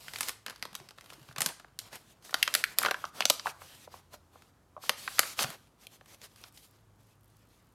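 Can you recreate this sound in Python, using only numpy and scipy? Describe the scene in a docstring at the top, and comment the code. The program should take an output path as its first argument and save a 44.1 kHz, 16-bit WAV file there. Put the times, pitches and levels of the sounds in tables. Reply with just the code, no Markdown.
"""A small, faintly humming room, one microphone close to a plastic tray of pastries on a soft mat.
Off to one side, thin film is drawn off and put aside, crackling as its creases flip over. Hands lift
the tray, whose ribs snap sharply and whose walls buckle with hollow pops, set it down with a thump
and pick out a pastry, its dry crust ticking. Skin and plastic rub between the snaps; a near wall
and the room answer each one."""
import sys
import numpy as np
from scipy import signal
from scipy.fft import rfft, irfft, next_fast_len
from scipy.io import wavfile
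from scipy.ndimage import uniform_filter1d, map_coordinates

SR = 44100
rng = np.random.default_rng(int(sys.argv[2]) if len(sys.argv) > 2 else 0)


def dump(signal):
    """Clip the signal to [-1, 1] and save it as 16-bit WAV at the path in sys.argv[1]."""
    limited = np.clip(np.atleast_2d(signal).T, -1, 1)
    pcm = np.round(limited * 32767).astype(np.int16)
    wavfile.write(sys.argv[1], SR, pcm)


N = 341334

# Levels are relative, ahead of the mix. Sharpness, fizz and thud are levels over the panel's.
# Ribs and corners of the tray snapping, close to the microphone:
# (time [s], panel level [dB], panel pitch [Hz], sharpness [dB], fizz [dB], thud [dB])
RIB_SNAPS = [(2.3422, -27.5, 1450, 0.5, -9, -10), (2.4277, -26, 2204, 4, -3, -27),
             (2.4773, -29, 1480, -3, -18, -18), (2.54, -34, 2000, 4.5, 4, -23.5),
             (2.5505, -27.5, 1834, 2.5, 2, -13.5), (2.6397, -23.5, 1860, -7, -13.5, -34.5),
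             (2.7859, -33.5, 1570, 7.5, 11, -14), (2.8295, -54, 1510, 13, 17, 3.5),
             (2.9103, -32.5, 1629, 1, -8.5, -6), (3.0526, -49, 1080, 2.5, -13, -9),
             (3.2057, -31.5, 1330, 2.5, -15, -4), (3.222, -34.5, 2400, -6, -29, -20),
             (3.2542, -37, 1622, 15, 1, 0.5), (3.2991, -38.5, 1344, 17, 10.5, -0.5),
             (3.301, -30.5, 1100, 6.5, 3.5, -0.5), (3.396, -45.5, 1280, 6, -17, -14),
             (4.4214, -60.5, 1150, -1.5, -9, -7.5), (4.8941, -25.5, 1390, .5, -6, -11),
             (5.1922, -22, 1543, 0, 1, -11), (5.2312, -37.5, 1346, -4.5, -13.5, -11.5),
             (5.3907, -33, 1505, .5, -14, -9.5), (5.4089, -48, 1120, 12, -2, -9),
             (5.4247, -49, 1840, 13, 10, -22), (5.4304, -49.5, 1400, 13, 14, -14),
             (5.4383, -39.5, 1330, 1, -5, -7), (5.4437, -37, 1440, -2, -8, -4.5),
             (5.503, -51.5, 1340, -2, 4, -5), (5.8687, -51, 3180, -4, -3.5, -12),
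             (6.0106, -57.5, 1400, -7, -24, -2), (6.0595, -65, 1500, -0.5, 0, -13),
             (6.36, -65.5, 1500, 4, 2, -15), (6.2161, -63.5, 1520, 8, 0.5, 0),
             (6.4388, -55, 1160, 5.5, -15, -6)]
# Broad walls of the tray popping: (time [s], panel level [dB], panel pitch [Hz], thud [dB])
WALL_POPS = [(2.2935, -50.5, 1400, -10), (2.3282, -46.5, 1270, -5), (2.817, -37, 1150, -18),
             (2.8334, -30, 1250, -29), (2.8491, -28, 1470, -9.5), (2.8598, -28.5, 1632, -9),
             (2.8644, -28.5, 1220, -25), (2.8845, -30.5, 1250, -7), (2.9124, -31, 1183, -5.5),
             (2.9432, -31, 1320, -17), (3.0408, -31.5, 1046, -16.5), (3.4584, -30, 905, -17),
             (3.4688, -31, 1245, -14), (3.474, -39, 950, -3), (3.4842, -49, 1150, -10),
             (3.6179, -48.5, 1090, -7), (3.8752, -49, 830, -1), (3.9409, -46.5, 940, -7.5),
             (4.1392, -52, 1010, 2), (4.357, -57, 877, 0.5), (4.7653, -43.5, 810, -9.5),
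             (4.777, -53, 800, -0.5), (4.8385, -46, 990, -6.5), (5.077, -32, 1330, -24),
             (5.1839, -37.5, 1500, -11)]
# Standing waves of the tray: (frequency [Hz], width [Hz], level against the plain response [dB])
TRAY_RESONANCES = [(600, 27, -3.5), (758, 32, -4), (1214.4, 9.6, -5), (1400, 30, -10), (2516, 570, -6),
                   (3120, 130, -6), (4600, 38, -4.5), (4950, 29, -4.5), (5950, 220, -6.5), (8660, 160, -9),
                   (9680, 160, -4), (12400, 160, -5), (12400, 210, -5)]
# Creases of the film flipping over, off to one side:
# (time [s], panel level [dB], panel pitch [Hz], sharpness [dB], fizz [dB])
FILM_CREASES = [(.082, -44, 2010, -5.5, -16), (.1358, -45, 1410, -1, -3.5), (.1589, -41, 2040, 0, -7),
                (.1855, -51, 1870, 2, 4), (.2079, -36, 1560, 0.5, 4.5), (.2183, -53, 1700, 3, 2),
                (.2298, -42.5, 1870, 1, -2), (.2327, -50.5, 1600, 8.5, 0), (.285, -42, 1680, 3, 5),
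                (.2927, -39, 1470, -1, 0), (.4632, -40, 1750, -1, -6), (.4815, -45, 1500, -2.5, -17),
                (.5052, -50, 1240, -2, -8), (.5601, -56, 1600, 1, -7), (.6258, -36.5, 1840, -1, -10),
                (.6526, -44, 1070, -2.5, -11), (.7303, -57.5, 950, 0, -3), (.752, -47, 1500, 7.5, 4),
                (.8002, -57.5, 900, 1, -12), (.8881, -58.5, 1500, 6, -2), (.9078, -56.5, 990, 2, -6),
                (.9844, -52, 1600, -3.5, -23), (1.1236, -54, 1000, -10, -14),
                (1.288, -56.5, 1100, -2.5, -12), (1.3119, -56, 1150, -16, -20.5),
                (1.3618, -43.5, 1480, -3, -12.5), (1.3825, -39, 1500, 1.5, -2),
                (1.4059, -36.5, 1300, 0, 4.5), (1.4185, -34.5, 1600, 3.5, 6), (1.461, -35, 1250, 4, 5),
                (1.4895, -46, 1300, -5, -4), (1.5979, -54.5, 1100, -3, -7), (1.6458, -53.5, 1200, -15, -30),
                (1.7897, -49.5, 1700, 11, 9.5), (1.9562, -49.5, 1110, -17, 1)]
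# Standing wave of the film: (frequency [Hz], width [Hz], level against the plain response [dB])
FILM_RESONANCES = [(1590, 71, -16)]
# Film and skin sliding over plastic and pastry: (start [s], length [s], scrape [dB], hiss [dB])
RUB_STROKES = [(.01, .13, -61, -54), (0.153, .15, -54.5, -46.5), (0.48, 0.05, -52, -68),
               (0.584, 0.29, -65, -70.5), (0.983, 0.16, -67, -66.5), (1.109, 0.21, -62.5, -62),
               (1.379, 0.13, -47, -60), (1.42, .03, -52, -46), (1.818, 0.059, -62.5, -61.5),
               (1.934, 0.028, -50.5, -52), (1.985, 0.14, -71, -66), (2.252, 0.086, -61.5, -54),
               (2.367, 0.37, -54.5, -52.5), (2.559, 0.055, -49, -43.5), (2.79, 0.083, -45.5, -45),
               (2.851, 0.043, -38.5, -53), (2.962, .13, -63.5, -60), (3.151, 0.082, -47.5, -49.5),
               (3.285, 0.055, -61, -43), (3.382, .08, -60.5, -55.5), (3.458, 0.046, -50, -46),
               (3.618, 0.23, -59.5, -54.5), (3.921, 0.077, -61.5, -60), (4.139, 0.006, -52.5, -54),
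               (4.337, 0.16, -67.5, -68), (4.831, 0.076, -57.5, -48), (4.982, 0.351, -58.5, -46),
               (5.2, 0.062, -49, -48), (5.398, 0.032, -41, -33), (5.455, 0.095, -50, -55),
               (5.818, .035, -64, -57.5), (5.919, 0.04, -65, -57.5), (6.084, 0.059, -62, -58),
               (6.24, 0.02, -52, -48.5), (6.375, 0.11, -64, -61), (6.548, 0.062, -75, -59),
               (6.632, 0.018, -67, -53), (6.722, 0.041, -88, -70.5), (7.002, .13, -80.5, -71.5),
               (7.301, 0.13, -80, -73), (7.502, .1, -87, -69)]
# The contact catching, loose film more than fingers: (time [s], level against the sliding [dB])
CATCH_LEVELS = [(0, -4.5), (2.3, -1.5), (2.5, -15), (5.35, -16), (5.5, -7.5), (7.74, -11)]
# Thin walls scraping: (frequency [Hz], level [dB])
SCRAPE_SPECTRUM = [(30, -61), (100, -23), (250, -7), (400, -5), (580, -1), (850, -2), (1200, -3),
                   (2000, -10.5), (3200, -11.5), (8000, -36)]
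# The rubbed surface hissing: (frequency [Hz], level [dB])
HISS_SPECTRUM = [(40, -58), (900, -25.5), (2000, -6.5), (2900, -4), (4400, -1.5), (6800, -4), (9500, -5.5),
                 (12600, -5), (14500, -12.5), (16000, -23.5)]
# The tray knocking and dropping onto the mat: (time [s], level [dB], pitch [Hz])
MAT_THUMPS = [(.725, -52, 200), (0.804, -51, 134), (.81, -51.5, 368), (1.18, -54, 318), (1.214, -49.5, 133),
              (1.294, -46.5, 130), (1.382, -41.5, 140), (1.42, -44.5, 165), (1.462, -42, 168),
              (3.297, -47.5, 133), (5.192, -53.5, 140), (5.41, -43, 215), (5.443, -35.5, 131),
              (5.448, -43.5, 240), (5.49, -44, 170)]
# The mat rumbling: (frequency [Hz], level [dB])
MAT_SPECTRUM = [(30, -44.5), (50, -22), (80, -6.5), (135, 5), (190, -1.5), (300, -4), (500, -11),
                (1200, -45.5)]
# Fingertips disturbing the crust: (time [s], level [dB])
CRUST_LEVELS = [(0, -110), (5.7, -110), (5.85, -85), (6.7, -68.5), (6.86, -91), (7.02, -76.5), (7.42, -76),
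                (7.74, -83.5)]
# Dry flakes breaking: (frequency [Hz], level [dB])
FLAKE_SPECTRUM = [(40, -61), (1200, -25.5), (3000, -4.5), (7000, -3.5), (13000, 4), (16000, -8)]
# Decay of the room: (frequency [Hz], time to fall 60 dB [s])
ROOM_DECAY = [(200, 0.14), (1000, .38), (4000, 0.38), (9000, 0.29), (15000, 0.14)]
# Strength of the room's answer: (frequency [Hz], level [dB])
ROOM_SPECTRUM = [(200, 3.5), (1000, 1.5), (3000, -2), (14000, 5)]
# A faint low drone in the room: (time [s], pitch [Hz], level [dB])
ROOM_DRONE = [(0, 105.3, -71), (3.3, 99.9, -77), (4.15, 84, -67), (4.6, 88, -74.5), (5.7, 106.1, -72.5),
              (6.3, 104.7, -75.5), (7.15, 104.1, -68.5), (7.74, 110, -72)]
# Still air at the microphone: (frequency [Hz], level [dB])
AIR_SPECTRUM = [(25, -37.5), (37, -19), (47, 6.5), (70, 1.5), (110, -3), (200, -7.5), (500, -10),
                (1200, -11.5), (2500, -25.5), (7000, -25), (13000, -28.5), (16000, -38.5)]


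def tray():
    """Close up, stiff ribs snap and broad walls pop; both ring the same tray."""
    typical_wall_hz, sharp_db_per_octave = 1200, 22
    walls = []
    for start, db, hz, thud_db in WALL_POPS:
        sharp_db = -14 + sharp_db_per_octave * np.log2(hz / typical_wall_hz)  # small walls pop sharper
        fizz_db = sharp_db - 14.5
        walls.append((start, db, hz, sharp_db, fizz_db, thud_db))
    ribs = snaps(RIB_SNAPS, flip_share=0.27, travel_s=0.000501, flutter_t60=0.019,
                 thud_octaves=0.6, panel_octaves=0.94, crease_octaves=1.1,
                 body_db=-12, fizz_hz=9400, echo_db=-19, room_db=-17)
    pops = snaps(walls, flip_share=0.31, travel_s=0.0005, flutter_t60=0.021,
                 thud_octaves=1.0, panel_octaves=0.9, crease_octaves=1.1,
                 body_db=-15, fizz_hz=9400, echo_db=-19.5, room_db=-17.5)
    return standing_waves(ribs + pops, TRAY_RESONANCES)


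def film(scrape_db):
    """Loud creases among small random ones; off to one side, the film is heard with more room."""
    count, scatter_db = 14, 4
    typical_panel_hz, thud_db_per_octave = 1490, 12
    times = rng.uniform(0.046, 1.6, count)  # while the film is dragged
    drag_db = np.interp(times * SR, np.arange(N), scrape_db)
    levels = drag_db + 1 + scatter_db * rng.standard_normal(count)
    small_creases = [(start, db, typical_panel_hz, 2, -3) for start, db in zip(times, levels)]
    creases = []
    for start, db, hz, sharp_db, fizz_db in list(FILM_CREASES) + small_creases:
        thud_db = -9.5 + thud_db_per_octave * np.log2(typical_panel_hz / hz)  # low panels thud more
        creases.append((start, db, hz, sharp_db, fizz_db, thud_db))
    crackle = snaps(creases, flip_share=0.27, travel_s=0.000528, flutter_t60=0.023,
                    thud_octaves=1.23, panel_octaves=1.33, crease_octaves=1.27,
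                    body_db=-8, fizz_hz=9200, echo_db=-14.5, room_db=-14)
    return standing_waves(crackle, FILM_RESONANCES)


def snaps(rows, flip_share, travel_s, flutter_t60, thud_octaves, panel_octaves, crease_octaves,
          body_db, fizz_hz, echo_db, room_db):
    """Each buckling is one sudden flip and a brief flutter of the sheet; both drive its resonances."""
    track, t = np.zeros(N), np.arange(SR // 16) / SR
    push = flip(len(t), travel_s)
    for start, db, panel_hz, sharp_db, fizz_db, thud_db in rows:
        crease_hz = 3534 * 2 ** (sharp_db / 43)  # a sharper crease rings higher
        flutter = rng.standard_normal((4, len(t))) * amp(-60 * t / flutter_t60)
        flutter /= np.linalg.norm(flutter, axis=1, keepdims=True)
        force = np.sqrt(1 - flip_share) * flutter + np.sqrt(flip_share) * push
        # The thud moves the whole sheet; panel, crease and fizz are ever smaller parts of it.
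        snap = amp(db + thud_db) * resonate(force[0], hz=599.4, octaves=thud_octaves, order=2)
        snap += amp(db + thud_db + body_db) * resonate(force[0], hz=244, octaves=0.68, order=2)
        snap += amp(db) * resonate(force[1], panel_hz, panel_octaves, order=3)
        snap += amp(db + sharp_db) * resonate(force[2], crease_hz, crease_octaves, order=2)
        snap += amp(db + fizz_db) * resonate(force[3], fizz_hz, octaves=0.97, order=3)
        add(track, start, snap)
        # A near wall throws the snap back at the microphone, a little smeared; the room rings on.
        smear = rng.standard_normal(len(t)) * amp(-60 * t / 0.0046)
        echo = signal.fftconvolve(snap, smear / np.linalg.norm(smear))
        add(track, start + 0.0105, amp(echo_db) * echo)
        add(track, start, amp(room_db) * signal.fftconvolve(snap, room_tail(onset_s=0.015)))
    return track


def flip(size, travel_s):
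    """One sudden push spread by bending waves: treble arrives first, 1 kHz after about travel_s."""
    hz = np.fft.rfftfreq(size, 1 / SR)
    return irfft(np.exp(-4j * np.pi * travel_s * np.sqrt(1000 * (hz + 100))), size)


def resonate(force, hz, octaves, order):
    """A heavily damped resonance, with the energy of 10 ms at rms 1."""
    edges = hz * 2 ** (np.array([-0.5, 0.5]) * octaves)
    edges = np.minimum(edges, [0.4 * SR, 0.48 * SR])
    ring = signal.lfilter(*signal.butter(order, edges, "band", fs=SR), force)
    return ring / np.linalg.norm(ring) * np.sqrt(SR / 100)


def standing_waves(sound, modes):
    """The sheet's narrow resonances stand out of the sound."""
    def response(f):
        return 1 + sum(amp(db) * 1j * f * width / (hz * hz - f * f + 1j * f * width)
                       for hz, width, db in modes)
    return filtered(sound, response)


def stroke_levels():
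    """Scrape and hiss in dB: strokes swell, hold and die away under a wavering hand pressure."""
    attack_s, release_s, tail_s, tail_db = 0.013, 0.012, 0.081, -14
    t, power = np.arange(N) / SR, np.zeros((2, N))
    for start, length, scrape_db, hiss_db in RUB_STROKES:
        span = slice(max(int((start - 0.1) * SR), 0), int((start + length + 0.3) * SR))
        before = np.maximum(start - t[span], 0)
        after = np.maximum(t[span] - start - length, 0)
        swell = np.exp(-before / attack_s)
        fade = np.maximum(np.exp(-after / release_s), amp(tail_db) * np.exp(-after / tail_s))
        power[:, span] += (amp([[scrape_db], [hiss_db]]) * swell * fade) ** 2
    power[0] += amp(-75.5) ** 2  # resting hands still scrape a little
    pressure_db = 2.17 * wobble(per_second=22)
    return 10 * np.log10(power + 1e-14) + pressure_db


def rubbing(scrape_db, hiss_db):
    """Sliding makes the surface hiss and the thin walls scrape; now and then the contact catches."""
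    catch_db, = curves(CATCH_LEVELS)
    force = wandering_contact(rng.standard_normal(N), depth_db=2)
    force += amp(catch_db) * slips(per_second=49, spread_db=5.5, t60=0.035)
    scrape = amp(scrape_db) * coloured(force, SCRAPE_SPECTRUM)
    hiss = amp(hiss_db) * coloured(force, HISS_SPECTRUM)
    return scrape + hiss


def wandering_contact(rub, depth_db):
    """The colour of a rub shifts as the contact wanders over the surface."""
    spectra = signal.stft(rub, nperseg=512)[2]
    patches = uniform_filter1d(rng.standard_normal(spectra.shape), size=6, axis=0)  # across pitch
    patches = uniform_filter1d(patches, size=11, axis=1)  # across time
    return signal.istft(spectra * amp(depth_db * unit(patches)), nperseg=512)[1][:N]


def slips(per_second, spread_db, t60):
    """Tiny slips of uneven size, each a very short burst; the whole at rms 1."""
    happens = rng.random(N) < per_second / SR
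    sizes = amp(spread_db * np.minimum(rng.standard_exponential(N), 3))
    bursts = signal.lfilter([1], [1, -amp(-60 / (t60 * SR))], happens * sizes)
    return unit(bursts * rng.standard_normal(N))


def mat(scrape_db):
    """The soft mat passes only the lows: a rumble with the scraping, a thump with each knock."""
    rumble_db = -64 + 0.26 * (scrape_db + 50)
    track = amp(rumble_db) * coloured(rng.standard_normal(N), MAT_SPECTRUM)
    t = np.arange(SR // 4) / SR
    attack_s, t60 = 0.003, 0.071
    envelope = (1 - np.exp(-t / attack_s)) * amp(5.5 - 60 * t / t60)
    for start, db, hz in MAT_THUMPS:
        add(track, start, amp(db) * envelope * np.sin(2 * np.pi * hz * t))
    return track


def crust():
    """Dry flakes of pastry give way in tiny, bright ticks."""
    level_db, = curves(CRUST_LEVELS)
    return amp(level_db) * coloured(slips(per_second=41, spread_db=3, t60=0.013), FLAKE_SPECTRUM)


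def room_tail(onset_s):
    """The small room's diffuse answer, of energy 1, building up over about onset_s."""
    hz, t, spectra = signal.stft(rng.standard_normal(SR // 3), SR, nperseg=256)
    decay = amp(along(ROOM_SPECTRUM, hz)[:, None] - 60 * t / along(ROOM_DECAY, hz)[:, None])
    build_up = 1 - np.exp(-(t / onset_s) ** 3)
    tail = signal.istft(spectra * decay * build_up, SR, nperseg=256)[1]
    return tail / np.linalg.norm(tail)


def room_tone():
    """Behind everything, still air and a low drone that wavers."""
    drone_hz, drone_db = curves(ROOM_DRONE)
    phase = 2 * np.pi * np.cumsum(drone_hz) / SR + wobble(per_second=9.3)
    drone = amp(drone_db + 3.5 * wobble(per_second=13)) * unit(np.sin(phase))
    air = amp(-68.5) * coloured(rng.standard_normal(N), AIR_SPECTRUM)
    return drone + air


def amp(db):
    """Decibels to gain."""
    return 10 ** (np.asarray(db) / 20)


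def unit(x):
    """x at rms 1."""
    return x / np.sqrt(np.mean(x ** 2) + 1e-20)


def along(points, hz):
    """Read (frequency [Hz], value) points at hz, on a log axis."""
    frequencies, values = np.transpose(points)
    return np.interp(np.log(hz + 1), np.log(frequencies + 1), values)


def curves(rows):
    """One value per sample for each column after the time."""
    times, *columns = np.transpose(rows)
    return [np.interp(np.arange(N) / SR, times, column) for column in columns]


def wobble(per_second):
    """A smooth curve through evenly spaced random knots."""
    knots = rng.standard_normal(int(N * per_second / SR) + 4)
    return map_coordinates(knots, [np.arange(N) * per_second / SR])


def filtered(x, response):
    """x through a frequency response."""
    size = next_fast_len(N + SR // 2)
    return irfft(rfft(x, size) * response(np.fft.rfftfreq(size, 1 / SR)), size)[..., :N]


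def coloured(x, spectrum):
    """x with a spectrum imposed, at rms 1."""
    return unit(filtered(x, lambda hz: amp(along(spectrum, hz))))


def add(track, start_s, sound):
    """Mix a sound into a track from start_s on."""
    first = max(round(start_s * SR), 0)
    part = track[first:first + len(sound)]
    part += sound[:len(part)]


def scene():
    """At the microphone, in mono: the same strokes drive rubbing, small creases and the mat's rumble."""
    scrape_db, hiss_db = stroke_levels()
    handling = amp(-2) * rubbing(scrape_db, hiss_db) + crust() + mat(scrape_db)
    return (handling + room_tone() + amp(-0.45) * tray() + amp(0.5) * film(scrape_db))[None]


def record(dry):
    """The recorder rounds off the tallest spikes and keeps nothing above its band limit."""
    ceiling, band_limit_hz = 0.66, 16300
    rounded = dry / (1 + (dry / ceiling) ** 6) ** (1 / 6)
    return filtered(rounded, lambda hz: 1 / np.sqrt(1 + (hz / band_limit_hz) ** 140))


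dry = scene()
out = record(dry)
dump(out)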